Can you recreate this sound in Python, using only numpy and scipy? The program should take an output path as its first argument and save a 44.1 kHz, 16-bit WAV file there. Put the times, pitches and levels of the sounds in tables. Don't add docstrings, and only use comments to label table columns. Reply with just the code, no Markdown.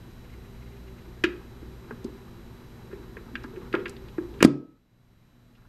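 import sys
import numpy as np
from scipy import signal
from scipy.fft import rfft, irfft, next_fast_len
from scipy.io import wavfile
from scipy.ndimage import map_coordinates

SR = 44100
rng = np.random.default_rng(int(sys.argv[2]) if len(sys.argv) > 2 else 0)


def dump(signal):
    limited = np.clip(np.atleast_2d(signal).T, -1, 1)
    pcm = np.round(limited * 32767).astype(np.int16)
    wavfile.write(sys.argv[1], SR, pcm)


def invert_db(x):
    u = np.asarray(x, float) / 20
    return 10 ** u


N = 250532
T = np.arange(N) / SR

# [f/Hz, level/dB, t60/s]
PLINTH_MODES = [(136, 3, 0.55), (180, -7.5, 0.72), (223, 3, 0.3), (228.7, 3.5, 0.36), (258, -1.5, .27),
                (336, 0, 0.33), (379.7, 3.5, 0.27), (344, -2, .35), (395, -1, 0.22), (453, -7, 0.31),
                (489, -10, 0.66), (531, -14, 0.17)]


def unit(x):
    return x / np.sqrt(np.mean(x ** 2) + 1e-20)


def along(points, hz):
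    f, v = np.transpose(points)
    return np.interp(np.log(hz + 1), np.log(f + 1), v)


def wobble(rate_hz):
    knots = rng.standard_normal(int(N * rate_hz / SR) + 4)
    return map_coordinates(knots, [T * rate_hz])


def noise(gain):
    m = next_fast_len(N + 8192)
    spectrum = rfft(rng.standard_normal(m)) * gain(np.fft.rfftfreq(m, 1 / SR))
    return unit(irfft(spectrum, m)[:N])


def smooth_step(at_s, takes_s):
    return .5 + .5 * np.tanh((T - at_s) / takes_s)


def ring(modes, centre_hz, octaves, t, luck):
    hz, db, t60 = np.transpose(modes)[:, :, None]
    near = np.exp(-.5 * (np.log2(hz / centre_hz) / octaves) ** 2)
    decay = invert_db(db + 1.5 * luck[:, None] - 60 * t / t60)
    x = np.sum(near * decay * np.sin(2 * np.pi * hz * t), axis=0)
    return x / np.abs(x).max()


def add(track, at_s, x):
    track[round(at_s * SR):][:len(x)] += x


def contacts():
    # [t/s, peak/dB, centre f/Hz, spread/octaves, t60/s]
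    clunk_clicks = [
        (4.4230, -24, 2000, .8, .03),
        (4.4264, 5, 1650, .7, .015),
        (4.4268, -3, 1000, .25, .016),
        (4.4346, -19, 2200, 1.0, .02),
        (4.4385, -17, 1500, 1.0, .03),
        (4.4418, -8, 3700, .5, .025),
        (4.4452, -14, 2500, 1.0, .02),
        (4.4474, 2, 2000, 1.2, .03),
        (4.4478, 3, 1100, .35, .035),
        (4.474, -28, 4500, .7, .02),
    ]
    # [t/s, peak/dB, centre f/Hz, sparkle/dB, t60/s]
    clacks = [(1.238, -6, 1920, -30.5, .06), (1.2387, -26.5, 4640, -11.5, 0.048),
              (1.908, -28.5, 1150, -36, 0.062), (2.043, -36, 3840, -6.5, 0.024),
              (3.168, -30, 1450, -40, 0.056), (3.354, -14.5, 1880, -45, 0.027),
              (3.44, -30.5, 1220, -26, 0.087), (3.727, -28.5, 2400, -24, 0.071),
              (3.739, -15.5, 1210, -40.5, 0.11), (3.751, -13, 1800, -33, 0.015),
              (3.761, -28, 1570, -33, 0.026), (3.856, -17.5, 1700, -46, 0.058),
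              (3.894, -42, 4200, 4, 0.051), (3.965, -35.5, 2900, -33, .033), (4.084, -39, 2700, -25, 0.05),
              (4.181, -24, 1100, -43.5, 0.034), (4.405, -18, 1740, -27.5, 0.065)]
    # [t/s, peak/dB, centre f/Hz]
    pawl_ticks = [(1.173, -49, 1530), (1.626, -49, 1400), (1.842, -54, 1790), (2.912, -42, 1300),
                  (2.927, -42.5, 1700), (3.29, -51, 1390), (3.413, -44, 1600), (3.435, -40.5, 3780),
                  (3.560, -40, 1830), (3.611, -48, 2000), (3.795, -40, 2300), (3.88, -36, 3670),
                  (4.339, -46, 2610), (4.39, -47, 2950), (5.551, -43.5, 2780), (5.575, -45.5, 990),
                  (5.62, -49, 1290), (5.649, -44, 1080)]
    rows = list(clacks)
    for s, db, hz in pawl_ticks:
        sparkle_db = -34.5 + 25 * (hz / 4200) ** 2
        t60_s = 0.12 * 1700 / hz
        rows.append((s, db, hz, sparkle_db, t60_s))
    cycle = [(s, db, hz, 0.79 + .006 * db, *rest) for s, db, hz, *rest in rows]
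    return cycle + [(s, db, hz, octaves, -12.5, t60) for s, db, hz, octaves, t60 in clunk_clicks]


def clicks():
    # [f/Hz, level/dB, t60/s]
    steel_modes = [(885, -7.5, 0.1), (1017, -5, 0.24), (1290, -4, 0.81), (1400, 3.5, 0.15),
                   (1625, 6.5, 0.22), (1776, 0, 0.1), (2150, -8.5, 0.12), (2515, 4, 0.06),
                   (2780, 2.5, 0.054), (3190, -3, 0.04), (3800, -7.5, 0.033), (4220, -4.5, 0.12),
                   (4740, 3, 0.12), (5053, -0.5, .06)]
    out, t = np.zeros(N + SR), np.arange(SR // 3) / SR
    high = signal.butter(2, [3700, 10000], "band", fs=SR, output="sos")
    for s, db, hz, octaves, sparkle_db, t60_s in contacts():
        luck = rng.standard_normal(len(steel_modes))
        grit, sparks = rng.standard_normal((2, len(t)))
        fade = invert_db(-60 * t / max(t60_s, .008))
        steel = ring(steel_modes, hz, octaves, t, luck) * (fade + invert_db(-23.5))
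        edges_hz = [hz / 2 ** (.7 * octaves), hz * 2 ** octaves]
        band = signal.butter(3, edges_hz, "band", fs=SR, output="sos")
        chatter = invert_db(-25 - 60 * t / .25)
        scrape = invert_db(-13) * unit(signal.sosfilt(band, grit)) * (fade + chatter)
        crack = invert_db(sparkle_db - 60 * t / min(t60_s, .03)) * signal.sosfilt(high, sparks)
        rise = 1 - np.exp(-(t / 0.0007) ** 2)
        add(out, s, invert_db(db) * (steel + scrape + crack) * rise)
    return out[:N]


def knocks():
    # [t/s, peak/dB, f/Hz, swing length/s]
    cycle_knocks = [(.079, -53.5, 335, 0.039), (.714, -56.5, 395, 0.11), (1.079, -48.5, 360, 0.028),
                    (1.2405, -21, 340, 0.026), (1.628, -39, 307, 0.012), (1.907, -47, 236, 0.072),
                    (1.909, -39.5, 421, 0.02), (2.046, -33.5, 247, 0.018), (2.048, -38, 379, 0.037),
                    (3.746, -32, 504, 0.021), (2.899, -55, 360.6, 0.11), (2.931, -36, 380, 0.026),
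                    (2.991, -49, 290, 0.046), (3.169, -43, 426, 0.016), (3.266, -46.5, 250, 0.014),
                    (3.338, -43.5, 243, 0.042), (3.446, -36.5, 268, 0.017), (3.531, -51, 443, 0.1),
                    (3.572, -38.5, 372, 0.036), (3.782, -37, 401, 0.043), (4.239, -42.5, 340, 0.035),
                    (3.7411, -21, 351.7, 0.017), (3.863, -46.5, 364, 0.052), (4.183, -25.5, 334, 0.024),
                    (4.409, -26.5, 310, .02), (5.509, -54.5, 242, .029)]
    # [t/s, peak/dB, f/Hz, swing length/s, rise/s]
    clunk_knocks = [
        (4.4272, -8, 380, .005, .0004),
        (4.4378, -17, 250, .013, .001),
        (4.4484, 5, 280, .016, .0002),
        (4.452, -10, 146, .03, .004),
        (4.449, -22, 75, .05, .004),
        (4.4585, -16, 335, .09, .004),
        (4.47, -23, 140, .25, .02),
    ]
    out, t = np.zeros(N + SR), np.arange(SR // 2) / SR
    default_rise_s = 0.00089
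    rows = [(*row, default_rise_s) for row in cycle_knocks] + list(clunk_knocks)
    for s, db, hz, length_s, rise_s in rows:
        luck = rng.standard_normal(len(PLINTH_MODES))
        swing = invert_db(-60 * (t / length_s / 1.1) ** 2.6) * np.sin(2 * np.pi * hz * t)
        body = invert_db(-13) * ring(PLINTH_MODES, hz, .6, t, luck)
        rise = 1 - np.exp(-t / max(rise_s, .0002))
        add(out, s, -invert_db(db + 6.0) * (swing + body) * rise)
    return signal.sosfilt(signal.butter(2, 100, "high", fs=SR, output="sos"), out[:N])


def room(x):
    # [f/Hz, t60/s]
    decay_t60 = [(150, 0.34), (500, 0.5), (1500, 0.36), (3500, 0.33), (6000, 0.36), (12000, 0.2)]
    hz, t, z = signal.stft(rng.standard_normal(SR // 2), SR, nperseg=256)
    decay = invert_db(-60 * t / along(decay_t60, hz)[:, None])
    dulling = 1 + (hz[:, None] / 7000) ** 2
    tail = signal.istft(z * decay / dulling, SR, nperseg=256)[1]
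    delayed = np.pad(x, (330, 0))
    return signal.fftconvolve(delayed, tail / np.linalg.norm(tail))[:N]


def motor():
    # [t/s, load/dB]
    load_points = [(0, -10.5), (.35, -3), (1.1, -3.5), (1.5, -3), (1.94, 3), (2.2, -0.5), (2.7, -4),
                   (2.9, 0), (3.5, 2.5), (3.8, 10.5), (4.2, -3.5), (4.35, 9)]
    # [t/s, peak/dB]
    chirps = [(0.2382, -41), (0.2901, -43), (0.327, -35.5), (0.4118, -44), (0.4433, -39), (0.4957, -54),
              (0.5445, -41), (0.6144, -38), (0.6603, -39), (0.7147, -41), (0.7611, -42), (0.8693, -39),
              (0.9766, -37.5), (1.0464, -45)]
    # [f/Hz, width/Hz, level/dB]
    bearing = [(1700, 750, -7), (2084, 44, 5), (2500, 120, -2.5), (2810, 38, -2)]
    # [f/Hz, level/dB per Hz]
    gear_spectrum = [(500, -12.5), (900, 10), (1500, 4), (2500, -10.5), (5000, -14.5), (9000, -45)]
    stop_s, rotor_hz = 4.45, 58.96
    load_db = np.interp(T, *np.transpose(load_points))
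    spin = invert_db(-60 * np.maximum(T - stop_s, 0) / 0.37)

    def box(f):
        return np.sqrt(sum(invert_db(db - 0.02 * (400 - c)) ** 2 / (1 + ((f - c) / 9) ** 2) ** 2
                           for c, db, _ in PLINTH_MODES))

    def bearing_gain(f):
        return np.sqrt(sum(invert_db(2 * db) / (1 + (2 * (f - c) / w) ** 2) for c, w, db in bearing))

    drone = invert_db(-57 + load_db + 4 + 0.99 * wobble(7.3)) * noise(box)

    gear_db = -70 + 0.6 * load_db + 6 * smooth_step(1.1, .15)
    gears = invert_db(gear_db + 1 + 2.8 * wobble(45)) * noise(lambda f: invert_db(along(gear_spectrum, f)))

    fits = sum(invert_db(db - 20.5) * np.exp(-.5 * ((T - s - .012) / 0.0078) ** 2) for s, db in chirps)
    rub = fits * noise(bearing_gain)

    throb_db = -50 - 12 * (1 - smooth_step(0.28, 0.048))
    throb_db -= 4.5 * smooth_step(1.9, .07)
    throb_db -= 14 * np.exp(-((T - 2.58) / .08) ** 2)
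    phase = 2 * np.pi * rotor_hz * T + 0.69 * wobble(3.7)
    throb = invert_db(throb_db + 2 + 2.0 * wobble(10)) * np.sin(phase)
    return spin * (drone + gears + rub) + throb * (spin + .15)


def hum():
    # [multiple of mains f, level/dB]
    overtones = [(2, -53), (3, -59), (4, -57.5)]
    # [f/Hz, level/dB per Hz]
    air_spectrum = [(8, -26.5), (15, -7), (40, -3), (85, -9.5), (105, -2.5), (145, -11.5), (210, -13.5),
                    (420, -29.5)]
    # [f/Hz, level/dB per Hz]
    hiss_spectrum = [(100, -31), (300, -16.5), (600, -23.5), (1500, -27.5), (3150, -34), (6000, -40),
                     (10000, -46), (16000, -59)]
    mains_hz, air_top_hz = 59.98, air_spectrum[-1][0]
    lines = sum(invert_db(db + 2 + 0.84 * wobble(1.3)) * np.sin(2 * np.pi * k * mains_hz * T + k)
                for k, db in overtones)
    air = noise(lambda f: invert_db(along(air_spectrum, f)) * (f < air_top_hz))
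    hiss = noise(lambda f: invert_db(along(hiss_spectrum, f)))
    return lines + invert_db(-50.5 + 0.26 * wobble(0.7)) * air + invert_db(-57.0) * hiss


def whine():
    field_hz, high_hz, low_hz = 59.94, 11793, 3941
    since_s = ((T - .0032) * field_hz + .5) % 1 / field_hz - .5 / field_hz
    size = 1 - .65 * (np.abs(since_s) < .0027) + 1.5 * np.exp(-.5 * (since_s / .0004) ** 2)
    saw = 1.2 * ((T - .0047) * field_hz / 2 % 1 - .5)
    high = invert_db(-70) * size * np.sin(2 * np.pi * high_hz * T + saw)
    low = invert_db(-69) * np.sin(2 * np.pi * low_hz * T + .6 * np.sin(np.pi * field_hz * T))
    return high + low


def scene():
    steel, wood = clicks(), knocks()
    answer = room(invert_db(-19.5) * steel + invert_db(-14) * wood)
    return (steel + wood + answer + motor() + hum())[None]


def low_pass(x):
    return signal.sosfilt(signal.butter(12, 16480, fs=SR, output="sos"), x)


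def record(dry):
    duck_s, hold_s, top_hz = 4.43, 0.42, 16450
    since_s = np.maximum(T - duck_s, 0)
    down_db = 13.5 * np.minimum(since_s / 0.027, 1) + 9.5 * np.minimum(since_s, hold_s)
    back_db = 9 * (1 - np.exp(-np.maximum(since_s - hold_s, 0) / 0.32))
    x = (dry + whine()) * invert_db(0.99 - down_db + back_db)
    x = x / (1 + np.abs(x) ** 12) ** (1 / 12)
    x = irfft(rfft(x) * (np.fft.rfftfreq(N, 1 / SR) < top_hz), N)
    return low_pass(x)


dry = scene()
out = record(dry)
dump(out)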